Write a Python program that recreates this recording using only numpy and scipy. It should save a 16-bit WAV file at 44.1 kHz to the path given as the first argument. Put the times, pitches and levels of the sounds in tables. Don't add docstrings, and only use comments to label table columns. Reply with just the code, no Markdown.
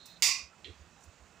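import sys
import numpy as np
from scipy import signal
from scipy.fft import rfft, irfft, next_fast_len
from scipy.io import wavfile
from scipy.ndimage import uniform_filter1d, map_coordinates

SR = 44100
rng = np.random.default_rng(int(sys.argv[2]) if len(sys.argv) > 2 else 0)


def put_to_file(sound):
    columns = np.atleast_2d(sound).T
    safe = np.clip(columns, -1, 1)
    whole_steps = np.round(safe * 32767)
    wavfile.write(sys.argv[1], SR, whole_steps.astype(np.int16))


def ratio(d):
    e = np.asarray(d, float) / 20
    return 10 ** e


N = 61739


def unit(x):
    return x / np.sqrt(np.mean(x ** 2) + 1e-20)


def along(points, hz):
    f, value = np.transpose(points)
    return np.interp(np.log(hz + 1), np.log(f + 1), value)


def wobble(rate):
    knots = rng.standard_normal(int(N * rate / SR) + 4)
    return map_coordinates(knots, [np.arange(N) * rate / SR])


def filtered(x, response):
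    m = next_fast_len(len(x) + SR // 2)
    return irfft(rfft(x, m) * response(np.fft.rfftfreq(m, 1 / SR)), m)[:len(x)]


def through(x, body):
    def response(f):
        total = 0
        for k, (centre, width, db) in enumerate(body):
            band = 1j * f * width / (centre * centre - f * f + 1j * f * width)
            total = total + (-1) ** k * ratio(db) * band ** 2
        return total
    return filtered(x, response)


def swells(rows):
    t = np.arange(N) / SR
    return sum(ratio(db) * np.exp(-np.abs((t - s) / half) ** 3) for s, half, db in rows)


# t/s, level/dB
CHIRP_LEVEL = [
    (0, -55.5),
    (.04, -58.5),
    (.06, -58.5),
    (.1, -53.5),
    (0.127, -64.5),
    (.175, -63.5),
    (.2, -83),
]
# f/Hz, width/Hz, level/dB
CHIRP_BANDS = [(3830, 570, -7), (4217, 82, 0.5)]


def chirp():
    s, db = np.transpose(CHIRP_LEVEL)
    level_db = np.interp(np.arange(N) / SR, s, db, right=-120.0) - 3.5 * wobble(70)
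    return ratio(level_db) * unit(through(rng.standard_normal(N), CHIRP_BANDS))


def air(spectrum, patchy_db):
    z = signal.stft(rng.standard_normal(N), nperseg=512)[2]
    field = uniform_filter1d(rng.standard_normal(z.shape), size=4, axis=0)
    field = uniform_filter1d(field, size=12, axis=1)
    noise = signal.istft(z * ratio(patchy_db * unit(field)), nperseg=512)[1][:N]
    return unit(filtered(noise, lambda hz: ratio(along(spectrum, hz))))


# f/Hz, level/dB (per Hz)
BUSTLE_SPECTRUM = [(15, -37), (25, -15), (168, 1), (421, -4.5), (616, -3), (1400, -4.5), (2460, -11),
                   (2660, -10.5), (3000, -13), (3900, -66), (6600, -120)]
HISS_SPECTRUM = [(1760, -11.5), (3000, -3), (4900, -3.5), (6130, -3.5), (7200, -0.5), (10900, -26),
                 (13700, -29), (14900, -15), (16000, -27)]
# f/Hz, width/Hz, level/dB
FAN_WHINE = [(2580, 61, 0.1), (171.5, 40, 4.5)]


def room_tone():
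    bustle = ratio(-63.5) * air(BUSTLE_SPECTRUM, patchy_db=1.0)
    hiss = ratio(-68) * air(HISS_SPECTRUM, patchy_db=-1.5)
    whine_db = -73.5 + 2.5 * wobble(12)
    whine = ratio(whine_db) * unit(through(rng.standard_normal(N), FAN_WHINE))
    return bustle + hiss + whine


THUMP_HZ = 73.5


def draught():
    stir = unit(through(rng.standard_normal(N), [(THUMP_HZ, 55, 0)]))
    return ratio(-72.5 + 2 * wobble(13.5)) * stir


# f/Hz, t60/s
ROOM_DECAY = [(800, .35), (1100, 0.44), (1600, 0.35), (2500, 0.46), (3300, 0.33), (5000, 0.4),
              (10000, 0.27), (15000, 0.23)]
# f/Hz, build/s
ECHO_BUILD = [(1000, 0.0083), (2000, 0.0017), (5000, 0.001)]


def echo():
    hz, t, z = signal.stft(rng.standard_normal(SR // 2), SR, nperseg=128)
    decay = ratio(-60 * t / along(ROOM_DECAY, hz)[:, None])
    build = 1 - np.exp(-t / along(ECHO_BUILD, hz)[:, None])
    tail = signal.istft(z * decay * build, SR, nperseg=128)[1][:SR // 2]
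    return tail / np.linalg.norm(tail)


# t/s (after the blow), level/dB
WALL_ECHOES = [
    (.0063, -1),
    (.008, -9),
    (.0115, -4),
]


def strike(events, body, modes, rattle_db, rattle_s, ring_db, wet_db, gain_db):
    blow_size, bluntness = 0.78, 0.44
    smear_hz, cut_s = 45.4, 0.19
    out, t = np.zeros(N + SR), np.arange(SR // 2) / SR
    click = 1.0 * (t == 0)
    for s, db in events:
        rattle = 0.23 * ratio(rattle_db - 60 * t / rattle_s) * rng.standard_normal(len(t))
        force = rattle + ratio(wet_db) * echo()
        force[:2] = blow_size, blow_size * bluntness
        for lag, loss_db in WALL_ECHOES:
            force[round(lag * SR)] += ratio(loss_db)
        blow = through(force, body) / np.abs(through(click, body)).max()
        ring = 0
        for hz, level_db, t60 in modes:
            cycles = rng.random() + np.cumsum(hz + smear_hz * wobble(149.8)[:len(t)]) / SR
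            ring = ring + ratio(level_db - 60 * t / t60) * np.sin(2 * np.pi * cycles)
        onset = 1 - np.exp(-t / 0.0022)
        ring = ratio(ring_db + 2.7 * wobble(59.4)[:len(t)]) * ring * onset
        out[round(s * SR):][:len(t)] += ratio(db + gain_db - (t / cut_s) ** 6) * (blow + ring)
    return out[:N]


# t/s, peak level/dB
TICK_TIMES = [
    (.0575, -45),
    (.12, -68),
    (.201, -64),
    (1.04, -64),
]
# f/Hz, width/Hz, level/dB
TICK_RESONANCES = [(5770, 5500, 15.5), (8100, 2200, 5), (10100, 820, -17), (14880, 500, 20)]
# f/Hz, level/dB, t60/s
TICK_MODES = [(8800, 5.5, 0.04), (9940, 8, 0.025), (10900, -4, .08)]
TICK_MIX = dict(rattle_db=-4.5, rattle_s=0.043, ring_db=-9, wet_db=9.5, gain_db=1)


def finger_ticks():
    return strike(TICK_TIMES, TICK_RESONANCES, TICK_MODES, **TICK_MIX)


# t/s, peak level/dB
SNAP_TIMES = [
    (.223, -13),
]
# f/Hz, width/Hz, level/dB
SNAP_RESONANCES = [(1033, 480, -13), (2060, 401, -5), (2588, 780, -6), (3724, 800, -7.5), (4803, 646, 1.2),
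                   (5680, 990, -2.5), (7040, 1500, -2.5), (8390, 2960, -13), (10630, 2900, -19.5),
                   (15670, 3900, -13.5)]
# f/Hz, level/dB, t60/s
SNAP_MODES = [(1090, -13, 0.68), (2042, -9, 0.6), (2450, -6.5, 0.81), (2700, -7, 0.55), (3807, -10.5, 0.58),
              (4400, -3.5, 0.5), (4908, -3, 0.56), (5086, -6, 0.63), (5910, -6.5, 0.59), (6470, -9, 0.13),
              (7330, -6, 0.34)]
SNAP_MIX = dict(rattle_db=-13, rattle_s=0.051, ring_db=-19, wet_db=14, gain_db=2.5)


def lever_snap():
    return strike(SNAP_TIMES, SNAP_RESONANCES, SNAP_MODES, **SNAP_MIX)


# t/s, half length/s, level/dB, flutter over thump/dB
GUSTS = [
    (0.283, 0.018, -59.5, 1.5),
    (0.455, 0.026, -63.5, -13),
    (0.685, 0.034, -56.5, 2.5),
    (0.803, 0.049, -63, -31),
    (1.083, 0.02, -57, -18.5),
    (1.225, 0.024, -57.5, -20),
]
# f/Hz, width/Hz, level/dB
GUST_FLUTTER = [(324, 110, -3.4), (469, 80, -5.5)]


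def puffs():
    thump_hz = THUMP_HZ * np.exp(0.117 * wobble(30))
    swing = np.sqrt(2) * np.sin(2 * np.pi * np.cumsum(thump_hz) / SR)
    thump = swells([row[:3] for row in GUSTS]) * ratio(4.5 * wobble(44)) * swing
    flutter_swells = swells([(s, half, db + over) for s, half, db, over in GUSTS])
    return thump + flutter_swells * unit(through(rng.standard_normal(N), GUST_FLUTTER))


# t/s, half length/s, level/dB
HAND_SCUFFS = [
    (.53, 0.015, -61.5),
    (.985, 0.026, -70),
    (1.38, 0.058, -70.5),
]
# f/Hz, width/Hz, level/dB
TABLE_TOP = [(802, 44, -2.5), (1350, 86, -2)]


def scuffs():
    return swells(HAND_SCUFFS) * unit(through(rng.standard_normal(N), TABLE_TOP))


# t/s, peak level/dB
CATCH_TIMES = [
    (0.6449, -35.5),
]
# f/Hz, width/Hz, level/dB
CATCH_RESONANCES = [(2290, 840, -3.5), (3363, 410, 4), (3830, 270, -3.5), (4020, 500, -0.5),
                    (5400, 1900, -20.5)]
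# f/Hz, level/dB, t60/s
CATCH_MODES = [(1900, -16.5, 0.47), (2780, -8, 0.25), (3133, 8.2, 0.062), (3380, -4, 0.098),
               (4030, -0.5, 0.083), (3920, -11, 0.19)]
CATCH_MIX = dict(rattle_db=-13, rattle_s=0.045, ring_db=-9, wet_db=4, gain_db=-3)


def catch_click():
    return strike(CATCH_TIMES, CATCH_RESONANCES, CATCH_MODES, **CATCH_MIX)


# t/s, half length/s, level/dB
CLOTH_RUSTLES = [
    (.92, .015, -76),
    (1.012, .015, -70.5),
    (1.04, 0.017, -65),
]
# f/Hz, width/Hz, level/dB
CLOTH_BANDS = [(5800, 1100, 4), (7400, 1800, 6), (9900, 290, -5), (15100, 1000, -9)]


def rustles():
    grain = ratio(2.5 * wobble(220))
    return swells(CLOTH_RUSTLES) * grain * unit(through(rng.standard_normal(N), CLOTH_BANDS))


def scene():
    background = chirp() + room_tone() + draught()
    lever = finger_ticks() + lever_snap() + catch_click()
    mono = background + lever + puffs() + scuffs() + rustles()
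    return mono * ratio([[-6.74], [3.76]])


def top_cut(x):
    return signal.sosfilt(signal.butter(12, 16630, fs=SR, output="sos"), x)


def record(dry):
    duck_db, grab_s, recover_s = 5.5, 0.0012, 0.033
    gate_db, gate_s, gate_half_s = 2, 0.49, 0.051
    top_hz, edge_hz = 15600, 150
    t = np.arange(N) / SR
    since = t - SNAP_TIMES[0][0]
    duck = duck_db * (since > grab_s) * np.exp(-(since / recover_s) ** 2)
    gate = gate_db * np.exp(-((t - gate_s) / gate_half_s) ** 2)
    levelled = dry * ratio(-(duck + gate))
    mix = np.array([filtered(c, lambda hz: np.clip((top_hz - hz) / edge_hz, 0, 1)) for c in levelled])
    return top_cut(mix)


dry = scene()
out = record(dry)
put_to_file(out)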